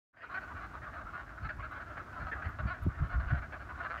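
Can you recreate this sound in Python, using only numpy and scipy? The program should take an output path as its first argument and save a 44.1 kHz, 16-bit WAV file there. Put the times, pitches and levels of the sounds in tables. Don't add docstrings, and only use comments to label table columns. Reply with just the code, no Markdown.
import sys
import numpy as np
from scipy import signal
from scipy.fft import rfft, irfft
from scipy.io import wavfile
from scipy.ndimage import uniform_filter1d

SR = 44100
rng = np.random.default_rng(int(sys.argv[2]) if len(sys.argv) > 2 else 0)


def master_out(mix):
    frames = np.transpose(np.atleast_2d(mix))
    ceiling = np.clip(frames, -1, 1)
    pcm = np.round(ceiling * 32767).astype(np.int16)
    wavfile.write(sys.argv[1], SR, pcm)


N = 176400
SIZE = 8192
RUMBLE_LOW_HZ = 48.3


def undb(db):
    return 10 ** (np.asarray(db) / 20)


def level(x, db):
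    return x * undb(db) / np.sqrt(np.mean(x ** 2))


def burst(x, length_s, db):
    return x * undb(db) * np.sqrt(length_s * SR / (np.sum(x ** 2) + 1e-18))


def add(out, start_s, x):
    i = int(start_s * SR)
    a, b = max(i, 0), min(i + len(x), N)
    if b > a:
        out[a:b] += x[a - i:b - i]


def freqs(size):
    return np.maximum(np.arange(size // 2 + 1) * SR / size, 1e-3)


def ring(f, hz, width_hz):
    return 1 / (1 + 1j * (f * f - hz * hz) / (f * width_hz))


def noise(gain):
    white = rng.standard_normal(2 * (len(gain) - 1))
    return irfft(rfft(white) * gain)


def interpolated(points):
    return undb(np.interp(np.arange(N) / SR, *np.array(points).T))


def pulse_train(length_s, rate_hz, rough, count=64):
    first_pulse_cycles, jitter_cycles, shimmer_db = 0.388, 0.2125, 4.5
    rate_sag = 0.11
    swell_power, swell_skew = 0.4, 0.73
    slip, strength = rng.standard_normal((2, count))
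    cycles = np.arange(count) + first_pulse_cycles + jitter_cycles * rough * slip
    steady_s = cycles / rate_hz - length_s / 2
    when_s = steady_s * (1 + rate_sag * ((2 * steady_s / length_s) ** 2 - 1) / np.pi)
    live = np.abs(when_s) < length_s / 2
    place = 2 * when_s[live] / length_s
    swell = np.sin(np.pi * ((place + 1) / 2) ** swell_skew) ** swell_power
    return when_s[live] + length_s / 2, place, swell * undb(shimmer_db * rough * strength[live])


def body_response(f):
    # centre in Hz, width in Hz, level in dB
    body_modes = [(659, 154, -8), (1166, 53, -7.5)]
    return sum(undb(db) * ring(f, hz, width) * ring(f, hz, hz / 2) for hz, width, db in body_modes)


def throat_response(f, sac_hz):
    # multiple of the base pitch, width in Hz, level in dB
    throat_modes = [(1.399, 280, -22), (1.78, 219, -22.5), (2.97, 260, -29.5)]
    follow, skirt_hz, typical_sac_hz = 0.67, 850, 1370
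    rasp_db, rasp_hz = -46, 3330
    base_hz = typical_sac_hz * (sac_hz / typical_sac_hz) ** follow
    throat = undb(rasp_db) * ring(f, rasp_hz, rasp_hz) ** 4
    for multiple, width_hz, db in throat_modes:
        hz = multiple * base_hz
        throat = throat + undb(db) * ring(f, hz, width_hz) * ring(f, hz, skirt_hz) ** 2
    return throat


def quack(length_s, db, rate_hz, sac_hz, rough, bright_db):
    sac_sag = 0.1
    sac_width_hz, sac_skirt_hz, voice_top_hz = 273, 1110, 4760
    t, f = np.arange(SIZE // 16) / SR, freqs(SIZE)
    pulses, sac = np.zeros(SIZE), np.zeros(SIZE)
    for time_s, place, push in zip(*pulse_train(length_s, rate_hz, rough)):
        i = time_s * SR
        k = int(i)
        pulses[k:k + 2] += push * np.array([1 - i + k, i - k])
        age_s = t + (k + 1 - i) / SR
        pitch_hz = sac_hz * (1 - sac_sag * place * place)
        decay = np.exp(-np.pi * sac_width_hz * age_s)
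        sac[k + 1:k + 1 + len(age_s)] += push * decay * np.cos(2 * np.pi * pitch_hz * age_s)
    sac_spectrum = rfft(sac) * 2 * np.pi * sac_width_hz / SR * ring(f, sac_hz, sac_skirt_hz) ** 2
    upper = undb(bright_db) * throat_response(f, sac_hz)
    voice = irfft(sac_spectrum + rfft(pulses) * (body_response(f) + upper))
    lowpass = signal.butter(6, voice_top_hz, fs=SR, output="sos")
    return burst(signal.sosfilt(lowpass, voice), length_s, db)


def near_frogs():
    # middle in seconds, nominal length in seconds, level in dB, nominal pulse rate in Hz,
    # sac resonance in Hz, roughness 0-1, brightness in dB
    quacks = [ (0.18, .04, -51.5, 283, 1740, 0.67, 4), (0.223, 0.042, -49, 289.7, 1770, 0.8, 4.5),
              (0.274, .025, -60, 325, 2310, .3, -9), (0.245, 0.039, -44, 454.7, 1376, 0.31, 4),
              (0.323, 0.052, -47.5, 358.6, 1330, .3, 8.5), (0.355, 0.029, -38, 357.7, 1470, 0.28, 6),
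              (0.381, 0.024, -39, 375.2, 1510, 0.13, -23), (0.429, 0.044, -50, 221, 1540, 0.47, 3),
              (.488, 0.025, -49, 359.7, 1390, 0.13, -7), (.517, 0.033, -47, 317.7, 1210, 0.39, -8),
              (0.578, .06, -46, 370.4, 1420, 0.42, -2), (0.634, 0.064, -46.5, 383, 1363, 0.4, 2),
              (0.755, 0.045, -46.5, 217.4, 1180, 0.32, 4), (.836, 0.043, -47.5, 302, 1530, 0.57, -5),
              (0.88, 0.051, -48, 180, 1170, 0.68, -3), (0.95, 0.049, -49, 195, 1430, 0.54, 0),
              (0.98, 0.039, -44.5, 276.7, 1330, 0.75, 0), (1.015, 0.039, -49, 251, 1380, 0.41, -6),
              (1.071, 0.036, -47.5, 311, 1300, 0.65, -10), (1.093, 0.048, -49, 315, 1320, 0.62, -5),
              (1.147, 0.044, -43, 229.4, 1360, 0.44, 1), (1.197, 0.08, -47, 169, 1410, 0.57, 0),
              (1.383, 0.021, -47.5, 218, 1370, 0.32, -15), (1.446, 0.043, -49, 230, 1470, 0.61, 7),
              (1.461, 0.032, -42.5, 428, 1370, 0.08, 6), (1.494, 0.0087, -41.5, 402, 1770, 0.21, 2),
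              (1.505, 0.024, -41, 209.3, 1555, 0.2, 3.5), (1.599, 0.036, -47, 288, 1070, 0.42, -12),
              (1.614, 0.039, -55, 333, 2150, 0.42, 4), (1.645, 0.045, -43.5, 314.6, 1340, 0.54, 3.5),
              (1.724, 0.033, -44, 346.4, 1300, 0.37, -0.5), (1.766, 0.055, -45.5, 288.4, 1410, 0.63, -5),
              (1.817, 0.043, -46, 346, 1420, .2, -2), (1.881, 0.045, -51, 333, 1440, 0.06, 2),
              (1.914, 0.054, -48, 296.6, 1320, 0.48, -7), (1.978, 0.016, -42, 321, 1480, 0.54, -3),
              (2.006, 0.038, -46.5, 204.2, 1320, 0.5, -1), (2.075, 0.04, -54, 213.6, 1350, 0.38, -13),
              (2.142, 0.043, -49.5, 239.5, 1290, 0.56, 1), (2.177, 0.045, -44, 294, 1290, 0.51, 0),
              (2.217, 0.05, -45, 332.2, 1385, 0.25, 2), (2.281, 0.045, -43, 318.6, 1370, 0.58, 1.5),
              (2.329, 0.031, -37.5, 432, 1690, 0.34, -15), (2.392, 0.078, -45.5, 239, 1290, 0.44, -20),
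              (2.428, 0.023, -42, 392, 1570, 0.16, -5), (2.458, 0.035, -46, 380.6, 1445, 0.38, 4.5),
              (2.46, 0.048, -51, 387, 1970, 0.37, -12), (2.497, 0.053, -49.5, 216.2, 1310, 0.68, -2),
              (2.6, 0.028, -40.5, 292.5, 1347, 0.48, -4.5), (2.684, 0.039, -43, 298.6, 1585, 0.58, 6.5),
              (2.717, 0.04, -39.5, 354, 1335, 0, 2.5), (2.747, 0.027, -47, 311.6, 1540, 0.28, -4),
              (2.842, 0.055, -53.5, 317.6, 1195, 0.13, 4), (2.909, 0.041, -52.5, 273.5, 1350, 0.47, -7),
              (2.954, 0.032, -54, 271.7, 1830, 0.33, -6), (2.994, 0.037, -47, 325.6, 1430, 0.31, -13),
              (3.052, 0.058, -48, 276.7, 1410, 0.46, 0), (3.12, 0.063, -46, 348.5, 1480, 0.47, 3),
              (3.145, 0.054, -42, 352.6, 1355, 0.24, -7), (3.207, .02, -43, 328, 1430, .3, 1),
              (3.234, 0.072, -48.5, 107.2, 1430, 0.38, -6), (3.288, .036, -46.5, 339, 1400, 0.43, 5.5),
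              (3.313, .024, -37.5, 368.4, 1500, .2, -7), (3.358, 0.061, -43, 230, 1440, 0.65, -3.5),
              (3.384, 0.02, -45.5, 278, 1410, 0.6, 0.5), (3.436, 0.048, -47.5, 249.2, 1460, 0.64, -8),
              (3.538, 0.036, -44, 329.4, 1580, 0.5, -10), (3.561, 0.04, -48.5, 307, 1300, 0.2, -6),
              (3.614, 0.039, -49.5, 198.8, 1440, 0.51, 5.5), (3.706, 0.036, -46, 243, 1330, 0.39, -5),
              (3.756, .03, -52, 279, 1340, 0, 0), (3.788, .022, -46.5, 278, 1310, 0.54, 5.5),
              (3.811, 0.025, -39, 338, 1425, 0.31, -3), (3.841, .03, -41, 264, 1410, 0.44, -3),
              (3.862, 0.022, -38.5, 355.7, 1440, 0.35, -0.5), (3.915, 0.033, -39.5, 167.2, 1460, 0.18, 2.5),
              (3.951, .044, -41, 112.1, 1280, 0.26, -20), (3.991, 0.043, -47.5, 289.5, 1770, 0.61, 7)]
    scatter_t60_s, scatter_db = 0.046, 5.5
    out = np.zeros(N)
    for middle_s, length_s, db, rate_hz, sac_hz, rough, bright_db in quacks:
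        length_s, rough = np.clip(length_s, .01, .12), np.clip(rough, 0, 1)
        call = quack(length_s, db, rate_hz, sac_hz, rough, bright_db)
        scatter = rng.standard_normal(SIZE) * undb(-60 * np.arange(SIZE) / SR / scatter_t60_s)
        scatter = scatter / np.linalg.norm(scatter)
        call = call + rough * undb(scatter_db) * signal.fftconvolve(call, scatter)[:SIZE]
        add(out, middle_s - length_s / 2, burst(call, length_s, db))
    return out


def far_frogs():
    count, mean_db, spread_db, bright_db = 160, -59, 4.5, -22
    out = np.zeros(N)
    for k, (when, loud, pitch, sac) in enumerate(rng.standard_normal((count, 4))):
        rate_hz, sac_hz = 310 * np.exp(.18 * pitch), 1350 * np.exp(0.075 * sac)
        call = quack(.05, mean_db + spread_db * loud, rate_hz, sac_hz, .5, bright_db)
        add(out, (k + when / 2) / count * N / SR, call)
    return out


def woods_echoes(frogs):
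    t60_s, gain_db, top_hz = 0.76, -11.5, 3630
    t = np.arange(SR) / SR
    cloud = noise(1 / np.hypot(1, freqs(SR) / top_hz))
    tail = level(cloud, 0) * undb(-60 * t / t60_s) * (1 - np.exp(-t / .003))
    band = np.abs(rfft(tail))[700:2200]
    tail = tail / np.sqrt(np.mean(band ** 2))
    return undb(gain_db) * signal.fftconvolve(frogs, tail)[:N]


def turbulence(size, top_hz, slope):
    f = freqs(size)
    return noise(1 / np.hypot(1, (RUMBLE_LOW_HZ / f) ** 7) / np.hypot(1, (f / top_hz) ** slope))


def wind():
    # time in seconds, rumble level in dB
    rumble_levels = [(0, -71), (.4, -58.5), (.6, -52.5), (1.3, -51.5), (2.1, -50.5), (2.8, -47),
                     (3.4, -47.5), (3.6, -51), (4, -52.5)]
    # middle in seconds, length in seconds, level in dB, upper edge in Hz
    buffets = [(0.558, 0.059, -48.5, 60), (.8, 0.31, -55, 89), (1.048, 0.036, -47, 65),
               (1.441, 0.078, -40, 103), (1.59, 0.093, -45.5, 88), (2.238, 0.097, -45.5, 89),
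               (2.362, 0.084, -56, 72), (2.471, 0.033, -35.5, 110), (2.606, 0.021, -36.5, 71),
               (2.657, 0.048, -31.5, 117.4), (2.833, 0.028, -37, 64.8), (2.867, 0.0073, -26.5, 247),
               (2.876, 0.033, -27, 106), (3.026, 0.044, -29.5, 92.4), (3.173, 0.073, -30.5, 60),
               (3.212, 0.1, -41, 100), (3.274, 0.021, -35, 80), (3.334, 0.037, -27, 106),
               (3.375, 0.07, -37, 58.5)]
    rumble_top_hz, rumble_slope = 80.5, 2.725
    buffet_slope, steady_s = 3.32, 0.021
    out = level(turbulence(N, rumble_top_hz, rumble_slope), 0) * interpolated(rumble_levels)
    t = (np.arange(SIZE * 2) - SIZE) / SR
    for middle_s, length_s, db, top_hz in buffets:
        eddy = turbulence(SIZE * 2, top_hz, buffet_slope)
        power = np.abs(signal.hilbert(eddy)) ** 2
        eddy = eddy / np.sqrt(uniform_filter1d(power, int(steady_s * SR)))
        swell = np.exp(-np.abs(2 * t / length_s) ** 1.4)
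        add(out, middle_s + t[0], burst(eddy * swell, length_s, db))
    return out


def leaves():
    # start in seconds, level in dB, centre in Hz
    ticks = [(1.565, -77, 11800), (1.716, -72, 11800), (2.486, -69, 14100), (2.5, -74, 14000),
             (2.822, -69, 12800), (2.833, -65.5, 11900), (3.08, -75, 12000)]
    decay_s, rise_s, width_hz = 0.0036, 0.0027, 3800
    out, t = np.zeros(N), np.arange(SIZE) / SR
    shape = np.exp(-t / decay_s) * (1 - np.exp(-t / rise_s))
    for start_s, db, hz in ticks:
        tick = noise(ring(freqs(SIZE), hz, width_hz)) * shape
        add(out, start_s, burst(tick, decay_s, db))
    return out


def air():
    # frequency in Hz, relative spectral density in dB
    spectrum = [(100, -1), (300, 6.5), (480, -4.5), (700, -1), (1500, -5), (3000, -19.5), (5000, -23.5),
                (7000, -26.5), (9000, -33), (15500, -36)]
    # time in seconds, gain in dB
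    swell_points = [(0, -11.5), (.4, 2), (1.0, .5), (1.6, -0.5), (2.2, 2), (2.6, 0), (3.4, 0.5), (4, 1.5)]
    db_before_swell = -57
    f = freqs(N)
    hz, db = np.array(spectrum).T
    gain = undb(np.interp(np.log(f), np.log(hz), db)) / np.hypot(1, (RUMBLE_LOW_HZ / f) ** 4)
    return interpolated(swell_points) * level(noise(gain), db_before_swell)


def scene():
    frogs = near_frogs() + far_frogs()
    return (frogs + woods_echoes(frogs) + wind() + leaves() + air())[None]


def record(dry):
    fade_start_s, fade_s, fade_power, top_hz = 0.13, 0.2, 0.57, 15700
    fade = np.clip((np.arange(N) / SR - fade_start_s) / fade_s, 0, 1) ** fade_power
    lowpass = signal.ellip(10, .2, 70, top_hz, fs=SR, output="sos")
    return signal.sosfilt(lowpass, dry * fade)


dry = scene()
out = record(dry)
master_out(out)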